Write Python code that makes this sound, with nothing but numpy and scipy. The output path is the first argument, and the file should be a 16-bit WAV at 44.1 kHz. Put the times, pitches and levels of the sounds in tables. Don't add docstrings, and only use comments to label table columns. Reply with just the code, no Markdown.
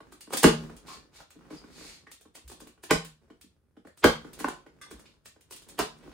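import sys
import numpy as np
from scipy import signal
from scipy.fft import rfft, irfft, next_fast_len
from scipy.io import wavfile
from scipy.ndimage import uniform_filter1d

SR = 44100
rng = np.random.default_rng(int(sys.argv[2]) if len(sys.argv) > 2 else 0)


def wrap_up_sound(samples):
    columns = np.atleast_2d(samples).T
    tamed = np.clip(columns, -1, 1)
    steps = np.round(tamed * 32767).astype(np.int16)
    wavfile.write(sys.argv[1], SR, steps)


N = 270333
TIME = np.arange(N) / SR
RING = TIME[:int(.6 * SR)]


# (t/s, box thump level/dB, thump tilt/dB per octave, panel slap level/dB, crack level/dB,
# crack tilt/dB per octave, crack t60/s, tick over crack/dB, liner crackle level/dB, strap twang f/Hz,
# twang level/dB, table jolt level/dB, first air mode level/dB, second air mode level/dB)
SNAPS = [(0.44, -9.5, 0.5, -15, -27.5, -1.5, .04, -10.5, -21, 1600, -22.5, -28.5, -15, -18),
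         (2.908, -19, 6, -19.5, -28.5, -5.5, .025, -11, -62, 1496, -26, -35, -25.5, -43.5),
         (4.0416, -12.5, 1, -14.5, -31, -7, 0.029, 0, -20, 1090, -23, -27, -29.5, -29),
         (5.7902, -29, 2.5, -32.5, -37, -3.5, .06, 0, -28, 1034, -27, -45, -39, -42)]
# (f/Hz, t60/s, f/Hz of its partner in the flexing walls)
AIR_MODES = [(158, .7, 177), (231, .8, 243)]
# (t/s, box thump level/dB, panel slap level/dB, crack level/dB)
WHIPS = [(4.444, -31, -29, -52), (4.477, -41, -43, -60), (4.484, -38, -35, -45)]
# (t/s, crack level/dB, share passed on to the box over crack/dB)
BITES = [(0.123, -54, 3), (0.2076, -46, -23), (0.306, -56, 11), (0.326, -42.5, 3.5), (0.334, -30.5, -0.5),
         (0.3711, -27, -11), (0.432, -20.5, -5.5), (0.765, -52.5, -29), (1.305, -53.5, -15.5),
         (2.115, -47, -14.5), (2.2109, -57.5, -8), (2.352, -47.5, -4.5), (2.37, -62, 2), (2.478, -49, -28),
         (2.498, -52, 0.5), (2.517, -49.5, -0.5), (2.6032, -51, -1.5), (2.672, -55, -4.5), (2.836, -45, -3),
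         (3.048, -46.5, -7), (3.4118, -52.5, -27), (3.872, -65.5, 11.5), (3.974, -56, -8),
         (4.3317, -48, -26), (4.391, -44.5, -3), (4.4, -41.5, -6), (4.9112, -49.5, 2.5), (4.995, -57, -2),
         (5.257, -48.5, -5), (5.409, -59.5, -13), (5.509, -46, -6.5), (5.523, -44, -10.5),
         (5.562, -48, -37.5), (5.62, -56, -30), (5.687, -49.5, -8.5), (5.696, -52.5, -13), (5.783, -50, 6)]
# (t/s, pitch f/Hz, level/dB, length/s, width/share of the pitch)
SQUEAKS = [(0.136, 8900, -75, 0.015, 0.0071), (0.209, 4720, -66, 0.01, .015),
           (0.213, 8400, -66, 0.011, 0.033), (0.878, 1100, -49, 0.039, 0.08),
           (1.568, 4910, -56.5, 0.0053, 0.012), (3.98, 8130, -63.5, 0.016, 0.14),
           (4.832, 1614, -51, 0.0053, 0.12), (0.333, 1260, -30.5, 0.0051, 0.2),
           (2.065, 1875, -53, 0.0098, 0.053), (2.353, 2610, -59.5, 0.012, 0.088),
           (5.054, 2710, -57.5, 0.01, 0.24)]
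# (t/s, level/dB)
CLINKS = [(4.813, -47.5), (4.82, -53), (4.832, -57)]
# (t/s, box thump level/dB, hardness/dB)
KNOCKS = [(0.004, -48.5, -1), (0.272, -46, -10), (0.34, -35.5, -16), (0.697, -43.5, -3.5),
          (1.357, -47.5, -21), (1.409, -63, 3.5), (1.452, -74.5, 13), (1.504, -39, -9.5),
          (1.523, -37.5, -16.5), (1.639, -46.5, -7.5), (1.786, -50.5, -9), (1.808, -48, -5),
          (1.844, -49, -6), (2.069, -55.5, 0.5), (2.253, -52, -6.5), (2.372, -56.5, 1), (2.52, -51.5, -9),
          (2.613, -45, -13), (2.663, -50, -14), (2.776, -64, 0.5), (3.301, -46, -9.5),
          (3.436, -53.5, -27.5), (3.767, -46.5, -12.5), (3.849, -45.5, -10), (4.245, -39.5, -8),
          (4.403, -36.5, -6.5), (4.663, -48.5, -3), (4.864, -64, 4.5), (4.919, -44.5, -16),
          (5.361, -58.5, -3.5), (6.075, -46.5, -12)]
# (t/s, table mode f/Hz, level/dB)
BUMPS = [(2.44, 63, -52), (4.93, 56, -57)]
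# (start t/s, speeding up/s, slowing down/s, hiss level/dB, scrape level/dB)
STROKES = [(0.585, 0.015, 0.032, -78.5, -76), (0.856, 0.021, 0.13, -51.5, -55),
           (1.11, 0.055, 0.047, -61, -68), (1.18, 0.025, 0.025, -65, -52), (1.492, 0.019, 0.16, -62, -58),
           (1.628, 0.22, 0.18, -55, -65.5), (4.37, 0.036, 0.23, -68, -59), (5.019, 0.051, 0.096, -73, -93),
           (5.958, 0.17, 0.12, -86, -57.5)]
# (start t/s, length/s, level/dB)
CREAKS = [(0.0, 0.0068, -56), (0.551, 0.055, -45.5), (0.823, 0.15, -60.5), (1.314, 0.56, -62),
          (2.386, 0.25, -68), (3.196, 0.055, -66.5), (4.15, 0.33, -56), (4.72, 0.31, -66.5),
          (5.444, 0.65, -65), (6.005, 0.14, -56.5)]

# (f/Hz, level/dB)
PANELS = [(178, -9.5), (245, -4.5), (288, 3), (335, 3), (425, 4), (476, 5.5), (610, 0), (655, 1.5),
          (820, 2), (1080, 6.5), (1285, -2), (1495, 8.5), (1625, -3), (1990, -1), (2240, -6.5), (2970, -3)]
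# (f/Hz, level/dB, t60/s)
STEEL = [(1190, 4, .13), (1590, 3, .06), (1700, 1, .05), (2070, 4, .07), (2800, -9, .06), (3450, -6, .1),
         (4280, -8, .06), (4802, -10, .08), (5556, -11, .13), (6290, -7, .05), (6778, -11, .06),
         (9071, -9, .06)]
# (f/Hz, t60/s, echo over direct sound/dB, likeness of left and right from -1 to 1)
GARAGE = [(100, 0.057, 3, 0.9), (296, 0.11, 3, 0.8), (770, 0.31, -1.5, 0.05), (1990, 0.25, 1.5, 0),
          (5070, 0.32, 10, -.1), (9040, 0.2, 6.5, 0.02), (14000, 0.15, -2, 0)]

# (f/Hz, level/dB per Hz)
CRACK = [(200, -20), (700, -7), (1800, 2), (3300, 3.5), (5500, -2.5), (9000, 4.5), (14500, -4), (16500, -8)]
TICK = [(1000, -15), (3000, -7.5), (8000, -8.5), (14000, 11), (16500, 4)]
ROUGH = [(150, -9.5), (350, 3.5), (1200, -2.5), (3000, -2.5), (9000, -31), (15000, -42)]
CRACKLE = [(150, -14.5), (330, 0), (720, 6.5), (1000, 7), (1700, -5), (3000, -12.5), (6000, -29.5),
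           (14000, -31)]
FLAIL = [(110, -21), (170, -8), (260, 0), (430, 1.5), (620, 7), (900, -14.5), (1500, -11), (4000, -30),
         (12000, -45.5)]
CHATTER = [(150, -32), (500, -1), (1000, 15), (1550, -2), (1900, -11), (2500, -10), (3300, -37),
           (8000, -50)]
SCUFF = [(150, -18.5), (400, -0.5), (1100, 2), (1900, -7), (3000, -13.5), (8000, -32.5)]
HISS = [(1200, -13.5), (2200, -4), (3200, -10.5), (4300, -5.5), (5500, -12), (7500, -11.5), (10000, -14.5),
        (14000, -17), (16000, -31)]
SCRAPE = [(300, 4), (700, 12), (1130, 9.5), (1400, 8.5), (2200, -5.5), (4000, -12.5)]
CREAK = [(100, -19.5), (170, 4), (255, 0.5), (450, -1.5), (700, -9.5), (1400, -11.5), (4000, -30.5),
         (12000, -37.5)]
RUMBLE = [(20, -10), (55, 5.5), (90, -9.5), (140, -2.5), (300, -38)]
QUIET = [(15, -58), (25, -19.5), (43, -23), (56, -10.5), (76, -6), (114, -13.5), (1020, -48.5),
         (7310, -56.5), (9570, -44.5), (16000, -54.5)]

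PANEL_T60_S = .05
RADIATE_HZ = 170
SNAP_SAG, SAG_S = .2, .006
JOLT_S = 0.015
ROCK_T60_S, SNAP_ROCK_DB, BUMP_ROCK_DB = 0.9, -33, -3
HUM_DB, HUM_S = -6.5, .36
WALL_DB, WALL_T60_S = 2.5, 0.21
WHIP_ROOM_DB = -2.5
BITE_SLAP_DB, BITE_THUMP_DB = 0, 1.5
BITE_T60_S = .035
HAND_DAMPING, BITE_SCATTER = 1.6, .14
RISE_DB, RISE_FOLLOWS, RISE_T60_S = -10, .6, .03
KNOCK_CRACK_DB = -17
SOFT_LEAN = 0.58
KNOCK_CONTACT_S, HALVING_DB = 0.004, 14
CATCH_DB = -3
STROKE_POWER = 1.26
STRAIN_ATTACK_S, STRAIN_RELEASE_S = 0.059, 0.1
REST_DB, LOAD_DB = -81.5, -8.5
QUIET_DB = -72.5
NOTCH_HZ, NOTCH_WIDTH_HZ, TOP_HZ = 11720, 1500, 15700


def snaps():
    return sum(garage(snap(*row), room_db=-1.0) for *row, _, _ in SNAPS)


def snap(s, thump_db, lean_db, slap_db, crack_db, tilt_db, crack_t60, tick_db, crackle_db,
         twang_hz, twang_db, jolt_db):
    out = np.zeros(N)
    rise = rising_noise(ROUGH, .03)
    add(out, s - len(rise) / SR, amp((slap_db + twang_db) / 2 - 10.5) * rise)
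    add(out, s, strike(thump_db, slap_db, crack_db, pitch=0.93, crack_t60=crack_t60, contact_s=0.0006,
                       tilt_db=tilt_db, scatter=0.028, tick_db=tick_db, damping=0.54,
                       lean_db=lean_db, sag=SNAP_SAG))
    twang = band(twang_hz, width=.45) * fade(.025 + crack_t60)
    add(out, s, amp(twang_db) * blow(twang))
    creases = colour(grains(per_s=900, spread_db=3.5)[:len(RING)], CRACKLE)
    add(out, s, amp(crackle_db) * blow(creases * fade(0.14) * (1 - fade(0.008))))
    flailing = colour(noise(), FLAIL) * swell(0.011)
    add(out, s, amp(thump_db - 13.5) * blow(flailing))
    jolt = colour(noise(), RUMBLE) * swell(JOLT_S)
    add(out, s, amp(jolt_db) * blow(jolt))
    add(out, s, amp(thump_db + SNAP_ROCK_DB) * rocking())
    return out


def boom():
    out = np.zeros(N)
    ending = np.maximum(1 - (RING / HUM_S) ** 2, 0)
    for s, *_, first_db, second_db in SNAPS:
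        for (hz, t60, wall_hz), db in zip(AIR_MODES, (first_db, second_db)):
            hum = amp(HUM_DB + 2 * waver(0.05)) * tone(hz, .05) * fade(t60) * ending
            wall = amp(WALL_DB) * tone(wall_hz, .08) * fade(WALL_T60_S)
            add(out, s, amp(db) * (hum + wall) * (1 - fade(0.044)))
    return out


def whips():
    out = np.zeros(N)
    for s, thump_db, slap_db, crack_db in WHIPS:
        add(out, s, strike(thump_db, slap_db, crack_db, pitch=0.9, crack_t60=0.03, contact_s=0.0012,
                           tilt_db=-2, scatter=0.06, tick_db=-20, damping=0.9, lean_db=3, sag=0.1))
        add(out, s, amp(slap_db - 3) * blow(burst(CHATTER, 0.045)))
    return out


def cutter():
    out = np.zeros(N)
    for s, crack_db, share_db in BITES:
        box_db = crack_db + share_db
        tilt_db = 1.5 * rng.standard_normal()
        rise = rising_noise(CRACK, RISE_T60_S)
        add(out, s - len(rise) / SR, amp(crack_db + RISE_DB + RISE_FOLLOWS * share_db) * rise)
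        bite = strike(box_db + BITE_THUMP_DB, box_db + BITE_SLAP_DB, crack_db, pitch=1.03,
                      crack_t60=BITE_T60_S, contact_s=0.0005, tilt_db=tilt_db, scatter=BITE_SCATTER,
                      tick_db=-4.5, damping=HAND_DAMPING)
        add(out, s, amp(-4.5) * bite)
        slips = colour(grains(per_s=1800, spread_db=3)[:len(RING)], SCUFF)
        add(out, s, amp(box_db - 7.5) * blow(slips * swell(0.0022)))
    for s, hz, db, seconds, width in SQUEAKS:
        add(out, s, amp(db) * band(hz, width) * swell(seconds / 2))
    rattle = blow(colour(noise(), CRACK) * swell(0.0017))
    for s, db in CLINKS:
        add(out, s, amp(db) * (clink() + amp(-7) * rattle))
    return out


def clink():
    modes = 0
    for hz, mode_db, t60 in STEEL:
        level = amp(mode_db + 1.5 * rng.standard_normal())
        modes = modes + level * tone(hz, .012) * fade(t60)
    return blow(modes * (1 - fade(.012)))


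def knocks():
    out = np.zeros(N)
    for s, thump_db, hardness_db in KNOCKS:
        slap_db = thump_db + hardness_db
        contact_s = KNOCK_CONTACT_S * .5 ** (hardness_db / HALVING_DB)
        knock = strike(thump_db, slap_db - 2.0, slap_db + KNOCK_CRACK_DB, pitch=1.0, crack_t60=0.026,
                       contact_s=contact_s, tilt_db=-2.0, scatter=0.026, tick_db=-15.5, damping=0.84,
                       lean_db=SOFT_LEAN * hardness_db)
        add(out, s - .001, amp(-5.0) * knock)
        scuff = colour(noise(), SCUFF) * swell(.003)
        add(out, s - .001, amp(slap_db - 5) * blow(scuff))
    for s, hz, db in BUMPS:
        add(out, s, amp(db) * np.sin(2 * np.pi * hz * RING) * swell(0.02))
        add(out, s, amp(db + BUMP_ROCK_DB) * rocking())
    return out


def sliding():
    pressure = amp(2 * unit(uniform_filter1d(rng.standard_normal(N), size=900)))
    hiss = colour(grains(per_s=7000, spread_db=3), HISS)
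    scrape = colour(grains(per_s=350, spread_db=3), SCRAPE)
    catches = amp(CATCH_DB) * colour(grains(per_s=70, spread_db=2), ROUGH)
    out = np.zeros(N)
    for s, rise, fall, hiss_db, scrape_db in STROKES:
        out += stroke(s, rise, fall) * (amp(hiss_db) * hiss + amp(scrape_db) * (scrape + catches))
    return pressure * out


def stroke(start, rise, fall):
    return np.interp(TIME, [start, start + rise, start + rise + fall], [0, 1, 0]) ** STROKE_POWER


def creaking():
    load = amp(REST_DB) + sum(amp(db) * strain(s, seconds) for s, seconds, db in CREAKS)
    creak = colour(grains(per_s=700, spread_db=3.5), CREAK)
    rumble = amp(LOAD_DB) * colour(rng.standard_normal(N), RUMBLE)
    return load * (creak + rumble)


def strain(start, seconds):
    since = np.maximum(TIME - start, 0)
    release = np.exp(-np.maximum(since - seconds, 0) / STRAIN_RELEASE_S)
    return (1 - np.exp(-since / STRAIN_ATTACK_S)) * release


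def room_tone():
    mid, left, right = (colour(rng.standard_normal(N), QUIET) for _ in range(3))
    return amp(QUIET_DB) * (mid + 0.5 * np.array([left, right]))


def garage(x, room_db):
    hz, *columns = np.transpose(GARAGE)
    bins = np.maximum(np.fft.rfftfreq(len(RING), 1 / SR), 1)
    octaves = np.clip(np.log2(bins / 62.5), 0, 8)
    hiss = rfft(rng.standard_normal((2, len(RING))))
    response = np.zeros((2, len(RING)))
    for k in range(9):
        t60, wet_db, alike = (np.interp(k, np.log2(hz / 62.5), c) for c in columns)
        mid, side = irfft(hiss * np.maximum(1 - abs(octaves - k), 0), len(RING))
        tail = fade(t60) * (1 - fade(0.0045))
        opposite = side * np.array([[1], [-1]])
        pair = np.sqrt((1 + alike) / 2) * mid + np.sqrt((1 - alike) / 2) * opposite
        response += amp(wet_db + room_db) * pair * tail / np.sqrt(np.sum(tail ** 2))
    response[0, 0] += amp(-.8)
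    response[1, 0] += amp(.8)
    response = even(response, 1 + amp(np.interp(np.log(bins), np.log(hz), columns[1])) ** 2)
    return signal.fftconvolve(x[None], response, axes=1)[:, :N]


def even(response, power):
    size = len(RING)
    actual = uniform_filter1d(np.mean(abs(rfft(response)) ** 2, axis=0), size=36)
    cepstrum = irfft(np.log(power / actual), size)[:size // 2]
    cepstrum[0] /= 2
    return irfft(rfft(response) * np.exp(rfft(cepstrum, size)), size)


def strike(thump_db, slap_db, crack_db, pitch, crack_t60, contact_s, tilt_db, scatter, tick_db, damping,
           lean_db=0, sag=0):
    hz, db = np.transpose(PANELS)
    low = hz < 720
    chance = rng.standard_normal((2, len(PANELS)))
    hz = hz * pitch * (1 + scatter * chance[0])
    db = db + 25 * scatter * chance[1]
    t60 = PANEL_T60_S * np.sqrt(hz[0] / hz) / damping
    db = db + low * lean_db * np.log2(hz / hz[0])
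    modes = np.array([(-1) ** k * amp(db[k]) * ring(hz[k], t60[k], sag) for k in range(len(hz))])
    thump, slap = modes[low].sum(axis=0), modes[~low].sum(axis=0)
    tilted = [(f, level + tilt_db * np.log2(min(f, 5000) / 5000)) for f, level in CRACK]
    crack = burst(tilted, crack_t60)
    tick = burst(TICK, .007)
    contact = 1 - np.exp(-(RING / contact_s) ** 2)
    plastic = blow(crack * contact) + amp(tick_db) * blow(tick)
    highpass = signal.butter(4, RADIATE_HZ, "high", fs=SR, output="sos")
    radiated = signal.sosfilt(highpass, thump * contact)
    return amp(thump_db) * blow(radiated) + amp(slap_db) * blow(slap * contact) + amp(crack_db) * plastic


def ring(hz, t60, sag=0):
    bent_time = RING + sag * SAG_S * (1 - np.exp(-RING / SAG_S))
    return np.sin(2 * np.pi * hz * bent_time) * fade(t60)


def rising_noise(spectrum, t60):
    size = SR // 20
    return blow(colour(rng.standard_normal(size), spectrum) * fade(t60)[:size])[::-1]


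def burst(spectrum, t60):
    size = SR // 5
    bins = rfft(rng.standard_normal(size) * fade(t60)[:size])
    flat = irfft(bins / abs(bins), size)
    return np.pad(colour(flat, spectrum), (0, len(RING) - size)) * fade(10 * t60)


def rocking():
    return blow(colour(noise(), RUMBLE) * fade(ROCK_T60_S) * (1 - fade(0.082)))


def grains(per_s, spread_db):
    return (rng.random(N) < per_s / SR) * rng.standard_normal(N) * amp(spread_db * rng.standard_normal(N))


def tone(hz, width):
    pitch = hz * (1 + width / 2 * waver(.5 / (hz * width)))
    return np.sin(2 * np.pi * np.cumsum(pitch) / SR)


def waver(seconds):
    return unit(uniform_filter1d(noise(), int(seconds * SR)))


def band(hz, width):
    return unit(signal.lfilter(*signal.iirpeak(hz, 1 / width, fs=SR), noise()))


def noise():
    return rng.standard_normal(len(RING))


def colour(x, spectrum):
    hz, db = np.transpose(spectrum)
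    size = next_fast_len(len(x), True)
    bins = np.maximum(np.fft.rfftfreq(size, 1 / SR), 1)
    shaped = rfft(x, size) * amp(np.interp(np.log(bins), np.log(hz), db))
    return unit(irfft(shaped, size)[:len(x)])


def swell(seconds):
    return RING / seconds * np.exp(1 - RING / seconds)


def fade(t60):
    return np.exp(-np.log(1000) * RING / t60)


def amp(db):
    return 10 ** (np.asarray(db) / 20)


def unit(x):
    return x / np.sqrt(np.mean(x ** 2))


def blow(x):
    return x / np.sqrt(np.sum(x ** 2) / (SR / 100))


def add(track, s, sound):
    start = max(int(s * SR), 0)
    track[start:start + len(sound)] += sound[:N - start]


def scene():
    blows = snaps() + garage(knocks(), room_db=1.0) + garage(whips(), room_db=WHIP_ROOM_DB)
    return blows + garage(cutter() + sliding() + creaking(), room_db=2.5) + boom() + room_tone()


def record(dry):
    bass_cut = signal.butter(3, 32, "high", fs=SR, output="sos")
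    heard = signal.sosfilt(bass_cut, np.tanh(dry))
    edges = NOTCH_HZ + NOTCH_WIDTH_HZ * np.array([-.5, .5])
    heard = signal.sosfilt(signal.butter(4, edges, "bandstop", fs=SR, output="sos"), heard)
    return signal.sosfilt(signal.ellip(8, .2, 70, TOP_HZ, fs=SR, output="sos"), heard)


dry = scene()
out = record(dry)
wrap_up_sound(out)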